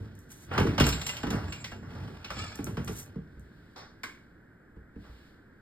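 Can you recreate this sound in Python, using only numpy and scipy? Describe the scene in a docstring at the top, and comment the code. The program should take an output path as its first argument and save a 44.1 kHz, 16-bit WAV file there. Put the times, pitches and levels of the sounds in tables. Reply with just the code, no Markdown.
"""Folding closet doors closing

Louvered doors are pulled along their track and pushed shut in a small hallway, close to a hand-held
stereo microphone. The panels thump and sway, loose slats and hinges clack, and the guide pin sticks
and slips in its metal track, scraping and squealing. A hand brushes the wood, the pivot creaks, and
a sharp clack seats the door. Three soft thumps like footsteps follow. The ventilation hums faintly."""
import sys
import numpy as np
from scipy import signal
from scipy.fft import rfft, irfft, next_fast_len
from scipy.io import wavfile
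from scipy.ndimage import map_coordinates

SR = 44100
rng = np.random.default_rng(int(sys.argv[2]) if len(sys.argv) > 2 else 0)


def master(y):
    """Save y as 16-bit WAV."""
    cut = np.clip(np.atleast_2d(y).T, -1, 1)
    pcm = np.round(cut * 32767)  # scale
    wavfile.write(sys.argv[1], SR, pcm.astype(np.int16))


N = 247397

# Panels knocking on each other and the frame close by, then three soft, low thumps like footsteps.
# Each row: start in seconds, relative level in dB, hardness (clack over thump) in dB, note of the
# struck spot in Hz.
KNOCKS = [(.578, -13.5, -0.5, 360), (.603, -17.5, -5.5, 427), (.649, -17, -29.5, 395),
          (0.668, -16.5, -8, 300), (.78, -22, 4, 184), (.801, -11.5, -3, 293), (.865, -25.5, 4.5, 1550),
          (1.232, -22.5, -2, 235), (1.268, -24.5, -3, 290), (1.305, -24, -2.5, 260), (1.336, -22, -10, 169),
          (1.717, -37.5, 4, 740), (2.303, -41.5, 15.5, 1250), (2.587, -24.5, -11, 261),
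          (2.667, -27.5, -4.5, 391), (2.77, -22.5, -6, 173), (2.875, -40.5, 8, 1420),
          (2.89, -26.5, -13, 401), (3.156, -26.5, -21.5, 184), (3.368, -44.5, -16, 200),
          (4.763, -41, -18, 75), (4.958, -34.5, -19, 220), (5.092, -50, -25, 75)]
# The dull tone of a thump. Each row: frequency in Hz, gain in dB.
THUMP_TONE = [(45, -19.5), (120, 1.5), (420, -2.5), (600, -15), (2000, -61)]
# The frame's resonances. Each row: frequency in Hz, width in Hz, relative strength in dB.
FRAME_MODES = [(98.5, 29.6, 5), (140.8, 5.6, 4), (168.8, 9, 5.5), (222, 25, 1.5), (293, 31, -1.5),
               (361.4, 16, 0.5), (453, 14, 6)]
def thumps(spot_width_hz=62, spot_db=5.5, echo_s=0.021, echo_db=-2.5, echo_top_hz=291.5):
    """Each blow sends a bending wave through heavy wood; its lows return from the far edge."""
    def echo(hz):
        delay = np.exp(-2j * np.pi * hz * echo_s)
        return 1 + amp(echo_db) * delay / np.sqrt(1 + (hz / echo_top_hz) ** 10)

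    out = np.zeros((2, N))
    for s, db, _, spot_hz in KNOCKS:
        blow = burst(t60=0.13, hall_db=-2.5)
        blow[:, 0] += amp(33)  # the first push, ahead of the shudder of loose parts
        modes = FRAME_MODES + [(spot_hz, spot_width_hz, spot_db)]
        wave = bent(coloured(blow, THUMP_TONE, modes, ring_db=11))
        add(out, s, amp(db - 9.5) * struck(filtered(wave, echo)))
    return out


# The whole door lurching in its track. Each row: start in seconds, relative level in dB.
LURCHES = [(0.607, -37), (0.805, -29), (0.868, -35.5)]
def sways(sway_hz=59.5, longest_t60=0.54, nudge_db=-47.5, lag_s=0.0033):
    """Play in the pivots lets every thump sway the panel a little; a lurch sways it much more."""
    out, t = np.zeros((2, N)), np.arange(SR) / SR
    nudges = [(s + lag_s, nudge_db) for s, *_ in KNOCKS]
    hardest_db = max(db for _, db in LURCHES)
    for s, db in list(LURCHES) + nudges:
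        hz = sway_hz * np.exp(rng.normal(0, 0.0089))  # each blow bends the panel differently
        t60 = longest_t60 * amp(0.22 * (db - hardest_db))  # pivot friction stops small sways sooner
        envelope = amp(db + 6.5 - 60 * t / t60) * (1 - np.exp(-t / 0.0024))
        add(out, s, envelope * np.sin(2 * np.pi * hz * t))
    return out


# A contact at close range: woody ring, bright snap, thin tick. Each row: frequency in Hz, gain in dB.
WOOD_TONE = [(200, -11.5), (430, 1.5), (620, -2.5), (1200, -1.5), (3100, -12), (6000, -47.5)]
SNAP_TONE = [(1200, -24.5), (2200, 8), (3100, 3.5), (3650, 4.5), (4900, 2), (5500, 1.5), (7000, -12.5),
             (13000, -32.5)]
TICK_TONE = [(3000, -49.5), (6000, 10), (7600, 3), (9000, 6.5), (15000, 0)]
# The slats' resonances. Each row: frequency in Hz, width in Hz, relative strength in dB.
SLAT_MODES = [(810, 24, -5.5), (1030, 49, -3), (1281, 60, -6.5), (1550, 82, -1.5), (2765, 45, 0),
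              (3100, 16, -4.5)]
def clack(wood_db, snap_db, tick_db, note_hz, note_width_hz=88, note_db=2.5):
    """One hard contact: the slats and the struck part ring, under a snap and a tick."""
    soft = burst(t60=0.11, hall_db=-5.5, rise_s=0.0005)
    hard = burst(t60=0.028, hall_db=-14, rise_s=0.002)
    soft[:, 0] += amp(21)  # the first touch rings the wood before its neighbours chatter
    tick = struck(coloured(hard, TICK_TONE))
    hard[:, 0] += amp(7)  # the clean edge of the snap
    # each contact favours other resonances
    modes = [(hz, width, db + rng.normal(0, 3)) for hz, width, db in SLAT_MODES]
    modes.append((note_hz, note_width_hz, note_db))
    wood = struck(bent(coloured(soft, WOOD_TONE, modes, ring_db=5)))
    snap = struck(coloured(hard, SNAP_TONE, modes, ring_db=8.5))
    return amp(wood_db - 12) * wood + amp(snap_db - 2) * snap + amp(tick_db - 5.5) * tick


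# Hinges and guide pin clicking near the microphone. Each row: start in seconds, relative snap level
# in dB, brightness (more tick) in dB, note in Hz.
CLICKS = [(.78, -33, -20, 2980), (0.798, -29, -3, 2820), (.808, -27.5, -8.5, 3135),
          (.839, -32.5, -14, 4100), (0.865, -37, 5.5, 3120), (.888, -33.5, 1, 5200), (.925, -34, -16, 3900),
          (1.014, -38.5, -5.5, 3850), (1.065, -35, 1, 3130), (1.091, -34, -6.5, 2020),
          (1.167, -41.5, -5, 3140), (1.303, -42, 1, 2710), (1.523, -39.5, -8.5, 2390),
          (1.643, -38.5, -9, 1910), (2.245, -42, -13.5, 2960), (2.877, -46.5, 2.5, 2740)]
def clacks():
    """Knocks are mostly wood, with more snap the harder they land; hardware clicks are mostly snap."""
    out = np.zeros((2, N))
    for s, db, hardness_db, spot_hz in KNOCKS:
        wood_db = db + hardness_db
        snap_db = wood_db - 20.5 + 0.21 * hardness_db
        add(out, s, clack(wood_db, snap_db, tick_db=snap_db - 6, note_hz=spot_hz))
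    for s, db, bright_db, note_hz in CLICKS:
        add(out, s, clack(wood_db=db + 2, snap_db=db, tick_db=db + bright_db, note_hz=note_hz))
    return out


# Soft contacts on wood. Each row: start in seconds, relative wood and snap levels in dB.
SCUFFS = [(.512, -27.5, -76), (0.546, -26.5, -55), (1.327, -30, -49), (1.826, -43.5, -65),
          (1.953, -40, -61), (3.759, -39, -49.5), (5.04, -50, -71)]
def scuffs():
    """Glancing contacts swell for a few milliseconds before they fade."""
    out = np.zeros((2, N))
    for s, wood_db, snap_db in SCUFFS:
        glance = burst(t60=0.03, hall_db=-17, rise_s=0.029)
        wood = struck(coloured(glance, WOOD_TONE, SLAT_MODES, ring_db=-3))
        snap = struck(coloured(glance, SNAP_TONE))
        add(out, s, amp(wood_db - 9) * wood + amp(snap_db) * snap)
    return out


# Pushes that move the door past the microphone. Each row: time at full speed in seconds, length in
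# seconds, relative shudder and scrape levels in dB.
PUSHES = [(0, 0.049, -41, -62), (0.529, 0.43, -33.5, -46.5), (1.054, 0.4, -47, -50.5),
          (1.297, 0.18, -36, -52.5), (1.75, 0.26, -42, -68), (1.918, 0.22, -40, -51.5),
          (2.373, 0.051, -38, -47), (2.628, 0.29, -39, -57.5)]
# The panels' rumble and the track's scrape. Each row: frequency in Hz, gain in dB.
RUMBLE_TONE = [(20, -35.5), (50, 4), (110, 3.5), (240, -3.5), (420, -9), (1200, -47.5)]
SCRAPE_TONE = [(250, -10.5), (600, 7), (1300, 5), (5300, -6.5), (7500, -18.5), (15000, -24.5)]
def slide(taps_per_s=120):
    """With each push the pin sticks and slips along the track, shaking the panels and loose slats."""
    shudder, scrape = np.zeros(N), np.zeros(N)
    for s, length, shudder_db, scrape_db in PUSHES:
        push = lambda fall: swell(s, length, rise=301, fall=fall)
        settling = amp(-8) * push(fall=16)  # loose panels go on trembling
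        shudder = np.maximum(shudder, amp(shudder_db) * np.maximum(push(fall=134.5), settling))
        scrape = np.maximum(scrape, amp(scrape_db) * push(fall=39))
    panels = unit(coloured(diffuse(N), RUMBLE_TONE, FRAME_MODES, ring_db=1))
    slips = amp(2.8 * wobble(140))
    track = unit(coloured(diffuse(N) * slips, SCRAPE_TONE, SLAT_MODES, ring_db=-14))
    taps = (rng.random(N) < taps_per_s / SR) * rng.exponential(size=N)
    slat_tap = burst(t60=0.0091, hall_db=-12.5, rise_s=0.0011)
    chatter = signal.fftconvolve(taps[None], slat_tap, axes=1)[:, :N]
    rattle = unit(coloured(chatter, SCRAPE_TONE, SLAT_MODES, ring_db=-1.5))
    return shudder * panels + scrape * (amp(-2) * track + amp(-4) * rattle)


def louvers(x, ripple_db=4.5, spacing_hz=28):
    """Dozens of unequal slats add narrow resonances of their own, mostly above the frame's range."""
    knots = np.tanh(rng.standard_normal(SR // 8))
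    ripple = lambda hz: map_coordinates(knots, [hz / spacing_hz]) * np.clip(hz / 900, 0, 1)
    return filtered(x, lambda hz: causal(unit(amp(ripple_db * ripple(hz)))))


# The door ringing as it meets its frame. Each row: frequency in Hz, width in Hz, relative strength in dB.
SEAT_MODES = [(320, 52, 1), (1075, 120, 7.5), (1580, 85, 7), (2190, 120, 7)]
def seat(start_s=4.0335):
    """The door snaps home with one bright, woody clack that drops in pitch and rings on."""
    out = np.zeros((2, N))
    tone = [(150, -13.5), (330, -4.5), (800, -16), (1500, -6), (5000, -9.5), (15000, -26)]  # Hz, dB
    blow = burst(t60=0.041, hall_db=-7.5)
    blow[:, 0] += amp(15)
    ring = coloured(blow, tone, SEAT_MODES, ring_db=7.5)
    add(out, start_s, amp(-37) * struck(bent(ring, cycles=2.6, knee_hz=57)))
    return out


# The guide pin catching, close by. Each row: time of the peak in seconds, level in dB.
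CATCHES = [(0.862, -40.5), (.98, -60), (1.06, -45.5), (1.51, -55), (1.61, -58.5)]
# The metal track's resonances. Each row: frequency in Hz, width in Hz, relative strength in dB.
TRACK_MODES = [(7560, 23, -7), (7470, 840, -5)]
def pin_squeal():
    """The pin gives a short, high squeal each time it catches in the track."""
    catches = sum(amp(db) * swell(s, hold_s=0.023, rise=501, fall=130.5) for s, db in CATCHES)
    return catches * stick_slip(TRACK_MODES, rough_db=6, slips_per_s=98)


# The pivot's resonances. Each row: frequency in Hz, width in Hz, relative strength in dB.
PIVOT_MODES = [(1270, 60, -3.5), (1737, 56, -5.5), (2373, 250, -1), (2750, 41, -6), (3120, 59, -12),
               (3440, 39, -6.5), (4700, 1700, -1), (5350, 340, -6.5), (7040, 1800, -5.5)]
def pivot_creak(peak_s=2.395, drift_s=0.0005):
    """The pivot creaks once as the panels straighten, its pitch wavering as the grip changes."""
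    strain = amp(-41) * swell(peak_s, hold_s=0.035, rise=190, fall=85)
    creak = strain * stick_slip(PIVOT_MODES, rough_db=4, slips_per_s=120)
    wavering = np.arange(N) + drift_s * SR * wobble(22)
    return np.array([map_coordinates(channel, [wavering]) for channel in creak])


def stick_slip(modes, rough_db, slips_per_s):
    """Metal that sticks and slips: uneven friction noise rings a few resonances."""
    def ring(f):
        return sum(amp(db) / np.sqrt(width) / (1 + 2j * (f - hz) / width) ** 2 for hz, width, db in modes)

    friction = diffuse(N) * amp(rough_db * np.tanh(wobble(slips_per_s)))
    return unit(filtered(friction, ring))


# Dry handling ticks, right by the microphone. Each row: start in seconds, relative level in dB.
HANDLING_TICKS = [(0.152, -51.5), (0.1894, -45.5), (0.6, -34), (2.556, -36), (2.643, -28.5), (2.846, -37),
                  (3.3957, -53.5)]
def ticks():
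    """Tiny close contacts with hardly any ring."""
    out = np.zeros((2, N))
    for s, db in HANDLING_TICKS:
        touch = burst(t60=0.0058, hall_db=-26)
        add(out, s, amp(db - 15.5) * struck(coloured(touch, TICK_TONE)))
    return out


# Skin brushing the paint. Each row: time of the peak in seconds, rise in dB per second, level in dB.
STROKES = [(0.307, 1500, -50.5), (0.424, 202.5, -57), (2.988, 141, -44), (3.771, 1485, -67)]
# Clothes stirring as the microphone is moved. Each row: time at full level in seconds, length in
# seconds, relative level in dB.
RUSTLES = [(0.015, 0.34, -72), (3.32, 0.85, -72), (5.025, 0.27, -68.5)]
def hand(sleeve_db=-9.5):
    """A hand hisses over painted wood; cloth rustles unevenly with each stroke and movement."""
    skin = unit(coloured(diffuse(N) * amp(2.2 * wobble(300)), TICK_TONE))
    cloth_tone = [(1800, -0.5), (4400, -1), (6500, -13.5), (14000, -17)]  # Hz, dB
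    cloth = unit(coloured(diffuse(N), cloth_tone)) * amp(2.8 * wobble(5.3))
    strokes = sum(amp(db) * swell(s, hold_s=0.016, rise=rise, fall=300) for s, rise, db in STROKES)
    moves = sum(amp(db) * swell(s, length, rise=208, fall=47) for s, length, db in RUSTLES)
    return strokes * skin + (moves + amp(sleeve_db) * strokes) * cloth


# Room tone in the hallway, from all around. Each row: frequency in Hz, gain in dB.
ROOM_TONE = [(22, -7), (60, -2.5), (300, -3.5), (450, -12), (800, -21.5), (1150, -22.5), (1550, -10),
             (2700, -36), (6000, -46.5), (15000, -47.5)]
def ventilation():
    """Steady ventilation: a low hum with a soft whirr above it."""
    return amp(-56.5) * unit(coloured(diffuse(N), ROOM_TONE))


# The small hallway's reverberation. Each row: frequency in Hz, seconds to fall by 60 dB.
HALL_DECAY = [(100, 0.31), (2000, 0.39), (14000, 0.32)]
def burst(t60, hall_db, rise_s=0.00096):
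    """A contact: a short spray of vibration, then the hallway's tail."""
    n = SR * 2 // 5
    t = np.arange(n) / SR
    hz, age, spectra = signal.stft(diffuse(n), SR, nperseg=256)
    decay = amp(-60 * age / along(HALL_DECAY, hz)[:, None])
    tail = signal.istft(spectra * decay, SR, nperseg=256)[1][:, :n]
    return tail * (amp(-60 * t / t60) + amp(hall_db)) * (1 - np.exp(-t / rise_s))


# How alike the microphone's two ports hear the hallway. Each row: frequency in Hz, likeness from 0 to 1.
PORT_LIKENESS = [(150, 1), (380, 0.8), (800, 0.52), (2800, 1), (4300, 0.15), (5900, 1)]
def diffuse(n):
    """White stereo noise, as alike at both ports as sound from all around."""
    def mid_and_side(hz):
        angle = np.arccos(np.clip(along(PORT_LIKENESS, hz), 0, 1)) / 2
        return np.array([np.cos(angle), np.sin(angle)])

    mid, side = filtered(rng.standard_normal((2, n)), mid_and_side)
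    return np.array([mid + side, mid - side])


def bent(x, cycles=2.123, knee_hz=40):
    """Bending waves in wood: low notes travel more slowly, so each blow falls in pitch."""
    return filtered(x, lambda hz: np.exp(-2j * np.pi * cycles * np.log(1 + hz / knee_hz)))


def coloured(x, tone, modes=(), ring_db=0):
    """x through a broad tone curve with resonances standing out of it, all raised by ring_db."""
    def response(f):
        peaks = sum(amp(db + ring_db) ** 2 / (1 + (2 * (f - hz) / width) ** 2) for hz, width, db in modes)
        return causal(amp(along(tone, f)) * np.sqrt(1 + peaks))

    return filtered(x, response)


def causal(gain):
    """The response with this gain that rings only after the blow."""
    cepstrum = irfft(np.log(np.maximum(gain, 1e-6)))
    half = len(cepstrum) // 2
    cepstrum[1:half] *= 2
    cepstrum[half + 1:] = 0
    return np.exp(rfft(cepstrum))


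def filtered(x, response):
    """x times a response of frequency."""
    n = x.shape[-1]
    padded = 2 * next_fast_len(n // 2 + SR // 8)
    return irfft(rfft(x, padded) * response(np.fft.rfftfreq(padded, 1 / SR)), padded)[..., :n]


def swell(s, hold_s, rise, fall):
    """Rise to full level at s seconds, hold, then fall; rise and fall in dB per second."""
    t = np.arange(N) / SR - s
    return amp(np.minimum(0, np.minimum(rise * t, fall * (hold_s - t))))


def wobble(rate):
    """A smooth random curve, rate knots a second."""
    return map_coordinates(rng.standard_normal(int(N * rate / SR) + 4), [np.arange(N) * rate / SR])


def along(points, hz):
    """Interpolate (Hz, value) points on a log frequency axis."""
    freqs, values = np.transpose(points)
    return np.interp(np.log(hz + 1), np.log(freqs + 1), values)


def amp(db):
    """Decibels to gain."""
    return 10 ** (np.asarray(db) / 20)


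def unit(x):
    """Scaled to rms 1."""
    return x / np.sqrt(np.mean(x ** 2) + 1e-20)


def struck(x):
    """Scaled to rms 1 over its first 30 ms."""
    return x / np.sqrt(np.mean(x[..., :SR * 3 // 100] ** 2))


def add(track, s, sound):
    """Lay a sound into the track at s seconds."""
    rest = track[:, max(round(s * SR), 0):]
    rest[:, :sound.shape[-1]] += sound[..., :rest.shape[-1]]


def scene():
    """Doors and hand up close, the house behind them."""
    wood = thumps() + sways() + louvers(clacks() + scuffs() + slide()) + seat()
    return wood + pin_squeal() + pivot_creak() + ticks() + hand() + ventilation()


# The hand-held microphone's two ports. Each row: frequency in Hz, lead of the left port in radians.
PORT_PHASE = [(60, 0), (600, -.6), (1600, -.5), (2600, 2.42), (4900, 1.12), (5950, 3.08), (10250, 9.36),
              (16000, 16.64)]
def record(dry, top_hz=15900):
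    """The ports hear with a phase difference, the right slightly louder; nothing passes above top_hz."""
    ports = filtered(dry, lambda hz: np.exp(.5j * np.outer([1, -1], along(PORT_PHASE, hz))))
    return filtered(ports * amp([[-.4], [.4]]), lambda hz: hz < top_hz)


dry = scene()
out = record(dry)
master(out)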